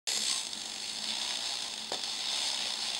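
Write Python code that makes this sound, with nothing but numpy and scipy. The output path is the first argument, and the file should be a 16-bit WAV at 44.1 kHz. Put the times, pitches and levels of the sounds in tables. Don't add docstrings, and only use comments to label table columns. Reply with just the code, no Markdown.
import sys
import numpy as np
from scipy import signal
from scipy.fft import rfft, irfft, next_fast_len
from scipy.io import wavfile
from scipy.ndimage import uniform_filter1d, map_coordinates

SR = 44100
rng = np.random.default_rng(int(sys.argv[2]) if len(sys.argv) > 2 else 0)


def materialize(psi):
    bounded = np.clip(np.atleast_2d(psi).T, -1, 1)
    quanta = np.round(bounded * 32767).astype(np.int16)
    wavfile.write(sys.argv[1], SR, quanta)


def ratio_of_db(decibels):
    return 10 ** (np.asarray(decibels, float) / 20)


N = 131859
TIME = np.arange(N) / SR

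# f/Hz, width/Hz, level/dB
FRAME_TONES = [(1964, 425, -7), (2713, 780, -6.5)]
TIN_TONES = [(3530, 242, 4), (3864, 186, 2)]
UPPER_TIN_TONES = [(4347, 250, 3), (4776, 385, -0.5), (5282, 254, 0)]
PLATE_TONES = [(6050, 640, -8.5), (6500, 580, -5), (7390, 590, -7.5), (8280, 510, -9), (9020, 460, -9.5),
               (10240, 1650, -17.5), (12140, 1240, -24)]


def unit(x):
    return x / np.sqrt(np.mean(x ** 2) + 1e-20)


def wobble(rate):
    points = rng.standard_normal(int(N * rate / SR) + 4)
    return map_coordinates(points, [np.arange(N) * rate / SR])


def filtered(x, response):
    m = next_fast_len(N + SR // 2)
    return irfft(rfft(x, m) * response(np.fft.rfftfreq(m, 1 / SR)), m)[:N]


def ring(x, tones):
    def response(f):
        total = 0
        for k, (center, width, db) in enumerate(tones):
            tone = 1j * f * width / (center ** 2 - f ** 2 + 1j * f * width)
            total = total + (-1) ** k * ratio_of_db(db) * tone
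        return total
    return filtered(x, response)


def ticks(per_s, scatter_db):
    chance, size, side = rng.random(N), rng.uniform(-1.3, 1, N), rng.choice([-1, 1], N)
    return (chance < per_s / SR) * side * ratio_of_db(scatter_db * size)


def shaft():
    # t/s, turns done
    turn_times = [(0.0737, 5), (0.0887, 6), (0.1487, 10), (0.2059, 14), (0.2684, 18), (0.3282, 22),
                  (0.3947, 26), (0.4703, 30), (0.5543, 34), (0.6386, 38), (0.7199, 42), (0.8033, 46),
                  (0.8796, 50), (0.9496, 54), (1.0244, 58), (1.0907, 62), (1.1531, 66), (1.2177, 70),
                  (1.2782, 74), (1.339, 78), (1.4072, 82), (1.4753, 86), (1.5389, 90), (1.6056, 94),
                  (1.6819, 98), (1.7591, 102), (1.8464, 106), (1.9558, 110), (2.0362, 114), (2.1158, 118),
                  (2.1908, 122), (2.2576, 126), (2.3164, 130), (2.3748, 134), (2.4325, 138), (2.4873, 142),
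                  (2.5447, 146), (2.6063, 150), (2.6715, 154), (2.7386, 158), (2.8065, 162), (2.8708, 166),
                  (2.9335, 170), (2.998, 174)]
    steady = np.interp(TIME, *np.transpose(turn_times))
    speed = np.maximum(np.gradient(steady) * SR, 40)
    return steady + 0.028 * wobble(60), speed


def jolts(turns, level_db):
    # t/s, peak level/dB
    hard_knocks = [(0.2175, -24), (0.3116, -16), (0.4495, -29), (0.5214, -33), (0.531, -17), (0.551, -24),
                   (0.5736, -26), (0.6162, -21), (0.6558, -18), (0.695, -25.5), (0.7164, -32), (0.736, -29),
                   (0.7585, -29), (0.838, -35), (0.856, -28), (0.9853, -23), (1.02, -26), (1.0401, -15),
                   (1.0866, -18), (1.1055, -29), (1.1509, -29), (1.2136, -17), (1.307, -20), (1.3543, -21),
                   (1.456, -21), (1.473, -28), (1.605, -36), (1.6215, -16), (1.737, -17), (1.7766, -18.5),
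                   (1.844, -32), (1.8935, -20), (1.9199, -12), (1.9925, -28), (2.0361, -14), (2.075, -22),
                   (2.0945, -27), (2.115, -36), (2.1901, -32), (2.204, -22), (2.284, -24), (2.3148, -27),
                   (2.4585, -26), (2.5892, -35), (2.6186, -30), (2.7038, -20), (2.7219, -21), (2.803, -33),
                   (2.9, -17), (2.9475, -14.5)]
    shake_db, second_share, second_at_turns = 7, 0.45, 0.51
    before_turns, after_turns = 0.15, 0.12
    rise_s, decay_s = 0.00044, 0.0011

    def bump(at):
        away = (turns - at + .5) % 1 - .5
        width = np.where((turns - at) % 1 > .5, before_turns, after_turns)
        return np.exp(-(away / width) ** 2 / 2)

    whole_turn = np.clip(np.round(turns).astype(int), 0, 199)
    luck = rng.uniform(-1.5, 1.5, 200)[whole_turn]
    first = ratio_of_db(0.5 * luck) * bump(0)
    second = second_share * (1 + np.tanh(wobble(30.07))) * bump(second_at_turns)
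    jolt_db = shake_db * (first + second) + 0.6 * wobble(14)

    hard_t, hard_db = np.transpose(hard_knocks)[:, :, None]
    lag = np.maximum(TIME - hard_t, 0)
    pulses = np.exp(-lag / decay_s) * (1 - np.exp(-lag / rise_s))
    hard = (ratio_of_db(hard_db - 10.5) * pulses).sum(0)
    return ratio_of_db(9.5) * (unit(ratio_of_db(jolt_db)) * ratio_of_db(level_db) + hard)


def teeth(speed):
    return unit(ticks(60 * speed, 8.5)) + ratio_of_db(-7.5) * rng.standard_normal(N)


def sharp_teeth():
    # t/s, peak level/dB
    strikes = [(0.1734, -16), (0.2354, -21), (0.2654, -22), (0.3604, -21), (0.4684, -19), (1.2146, -27),
               (1.2774, -22), (1.2914, -17), (1.3234, -26), (1.3714, -17), (1.4944, -18), (1.5384, -20),
               (1.5544, -18), (1.9434, -17), (2.0044, -26), (2.0434, -18.5), (2.2404, -17), (2.2564, -19),
               (2.2994, -23), (2.3304, -19), (2.3454, -19), (2.3584, -24), (2.3874, -29), (2.4304, -19),
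               (2.4724, -23), (2.4864, -19), (2.7374, -19), (2.8854, -21), (2.9314, -19)]
    places = [round(s * SR) for s, _ in strikes]
    sizes = ratio_of_db([db + 14.5 for _, db in strikes])
    return np.bincount(places, sizes * rng.choice([-1, 1], len(strikes)), N)


def clockwork():
    # t/s, level/dB, plates/dB, hollow body/dB, frame/dB, upper tin/dB
    spring = [(.07, -35.5, 6, -1, 3, 2.5), (.19, -37.5, 4.5, -3, 2.5, 1.5), (.31, -34.5, 4.5, -2.5, 1, 3.5),
              (.42, -38.5, 4.5, -1.5, 0.5, -0.5), (.56, -41, 1, 0, -1.5, -2), (.72, -44.5, 6, 3, 3.5, 2),
              (.9, -40, 4, -2, 2.5, 2), (1.0, -40, 1.5, 1.5, -0.5, 0.5), (1.1, -36.5, 0, 1, 1, 0),
              (1.3, -35.5, 0, 1.5, 0, -2.5), (1.55, -38, 1.5, 2, 0.5, 1),
              (1.76, -39.5, 0.5, 1.5, -0.5, -1.5), (1.89, -43, 0, 0.5, 1, 1), (2.082, -38, -1, 1, -2, 0.5),
              (2.17, -38.5, 1.5, 0.5, 1, 0.5), (2.25, -32.5, -4.5, -2, -1.5, -1),
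              (2.33, -33, -2.5, -1.5, -2, -1), (2.39, -34.5, 1, 1.5, 1, -1), (2.47, -33, 0.5, 0.5, 0, 1),
              (2.58, -35.5, 0.5, 1.5, 0, -1.5), (2.64, -35.5, -1, 1, 2, -1), (2.75, -37, 1, 3, 0, 1.5),
              (2.99, -36, 0, 1.5, 1, -0.5)]
    # f/Hz, width/Hz, level/dB
    body_tones = [(366, 26, -20.5), (557, 37, -8), (627, 250, -9), (864, 180, -5), (1037, 70, -6),
                  (1630, 1200, -15.5)]
    # f/Hz, width/Hz, level/dB
    underside_tones = [(467, 130, -6), (1660, 240, -11.5), (2900, 290, -16), (4520, 280, -2.5),
                       (5660, 320, -17), (6570, 250, -5), (7460, 230, -1.5), (10350, 710, -10),
                       (11600, 1000, -3.5), (11900, 600, -6.5)]
    # f/Hz, width/Hz, level/dB
    tipped_tones = [(268, 84, -13), (1055, 71, -3.5), (3670, 150, -17), (4400, 220, -11), (6220, 350, -14),
                    (7940, 410, -2), (9100, 340, -10.5), (11000, 640, -23)]
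    held_until_s, turn_away_s = 0.24, 0.041
    tipped_s, tipped_half_s = 0.34, 0.11

    s, *columns = np.transpose(spring)
    level_db, plates_db, hollow_db, frame_db, upper_db = [np.interp(TIME, s, c) for c in columns]
    turns, speed = shaft()
    shake = jolts(turns, level_db)
    shared = teeth(speed)
    crowding = np.abs(uniform_filter1d(shared ** 2, size=90))
    shared = unit(shared / np.sqrt(crowding + 0.11))
    strikes = sharp_teeth()

    def drive():
        return unit(shared + 0.7 * teeth(speed)) * shake + strikes

    facing = (1 - np.tanh((TIME - held_until_s) / turn_away_s)) / 2
    tipped = ratio_of_db(1.5) * np.exp(-((TIME - tipped_s) / tipped_half_s) ** 2)
    metal = drive()
    sound = ring(metal * ratio_of_db(frame_db), FRAME_TONES)
    sound += ring(metal, TIN_TONES)
    sound += ring(metal * ratio_of_db(upper_db), UPPER_TIN_TONES)
    sound += ring(drive() * facing, underside_tones)
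    sound += ring(drive() * tipped, tipped_tones)
    sound += ring(drive() * ratio_of_db(plates_db), PLATE_TONES)
    return sound + ring(drive() * ratio_of_db(hollow_db), body_tones)


def cam():
    # t/s, level/dB, rattle length/s, tin over body/dB
    bumps = [
        (1.918, -22, 0.038, -2),
        (2.656, -33, 0.027, 3),
    ]
    # f/Hz, width/Hz, level/dB
    knock_tones = [(304, 110, -2), (562, 90, 2.5), (780, 160, 0), (1230, 550, -10.5), (1760, 290, -16)]
    blows, body, tin = np.zeros((3, N))
    for s, db, length, tin_db in bumps:
        blows[round((s + .0003) * SR)] = -ratio_of_db(db + 31)
        fade = (TIME > s) / (1 + (np.maximum(TIME - s, 0) / length) ** 4)
        shake = ratio_of_db(db + 1) * fade
        body += shake
        tin += shake * ratio_of_db(tin_db - 3)
    rattle = unit(ticks(2500, 4.3))
    crack = ratio_of_db(-16) * blows
    metal_tones = FRAME_TONES + TIN_TONES + UPPER_TIN_TONES + PLATE_TONES
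    return ring(blows + body * rattle, knock_tones) + ring(tin * rattle + crack, metal_tones)


def sway(x):
    _, _, z = signal.stft(x, SR, nperseg=256)
    field = rng.standard_normal(z.shape)
    for _ in range(2):
        field = uniform_filter1d(uniform_filter1d(field, size=4, axis=0), size=30, axis=1)
    return signal.istft(z * ratio_of_db(0.5 * unit(field)), SR, nperseg=256)[1][:N]


def fur(x):
    soft_hz = 11300
    return filtered(x, lambda f: 1 / (1 - (f / soft_hz) ** 2 + 1.2j * f / soft_hz) ** 3)


def room(x):
    t60_s = 0.092
    t, turn = np.arange(SR // 3) / SR, np.pi * TIME
    tails = rng.standard_normal((4, len(t))) * ratio_of_db(-60 * t / t60_s) * (t > .003)
    shares = np.array([np.cos(turn), np.sin(turn), np.cos(3 * turn), np.sin(3 * turn)]) / np.sqrt(2)
    return signal.fftconvolve(x * shares, tails / np.linalg.norm(tails[0]), axes=1).sum(0)[:N]


def room_tone():
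    # f/Hz, level/dB per Hz
    air_color = [(20, -10), (60, -2), (150, -2), (300, 5), (800, -4), (2000, -1), (6000, -77), (15700, -60)]
    # t/s, rise over rest/dB, half length/s
    swells = [
        (0.192, 12.5, 0.049),
        (0.574, 7, 0.026),
        (0.702, 6.5, 0.075),
        (1.064, 11, 0.13),
        (1.848, 5, 0.17),
        (2.65, 6.5, 0.069),
        (2.885, 4.5, .06),
    ]
    hum_hz, whistle_hz = 217.5, 15691
    f, db = np.transpose(air_color)
    air = unit(filtered(rng.standard_normal(N), lambda hz: ratio_of_db(np.interp(np.log(hz + 1), np.log(f), db))))

    rough = ring(rng.standard_normal(N), [(hum_hz, 28, 0)])
    rough = unit(ring(rough, [(hum_hz, 60, 0)]))
    steady = np.sin(2 * np.pi * hum_hz * TIME + 1.43 * wobble(18))
    hum = unit(rough / 2 + ratio_of_db(-0.5) * steady)
    swell_db = sum(rise * np.exp(-((TIME - s) / half) ** 2) for s, rise, half in swells)

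    whistle = np.sqrt(2) * np.sin(2 * np.pi * whistle_hz * TIME + .1 * wobble(20))
    hiss = rng.standard_normal(N)
    return ratio_of_db(-55.5) * air + ratio_of_db(-64.5 + swell_db) * hum + ratio_of_db(-67.5) * hiss + ratio_of_db(-68.5) * whistle


def scene():
    toy = fur(sway(clockwork()) + cam())
    return (toy + ratio_of_db(-12.5) * room(toy) + room_tone())[None]


def roll_off(x):
    return signal.sosfilt(signal.butter(12, 15750, fs=SR, output="sos"), x)


def record(dry):
    dip_centers = [5710, 6900, 14990]
    # width/Hz, gain left (1 = all)
    dip_shapes = [(310, 0.41), (107, 0.17), (300, .02)]
    start_s, top_hz = 0.073, 15750

    def microphone(f):
        gain = f < top_hz
        for center, (width, left) in zip(dip_centers, dip_shapes):
            away, spread = center ** 2 - f ** 2, 1j * f * width
            gain = gain * (away + spread * left) / (away + spread)
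        return gain

    mix = filtered(dry[0] * (TIME > start_s), microphone)
    return roll_off(mix[None])


dry = scene()
out = record(dry)
materialize(out)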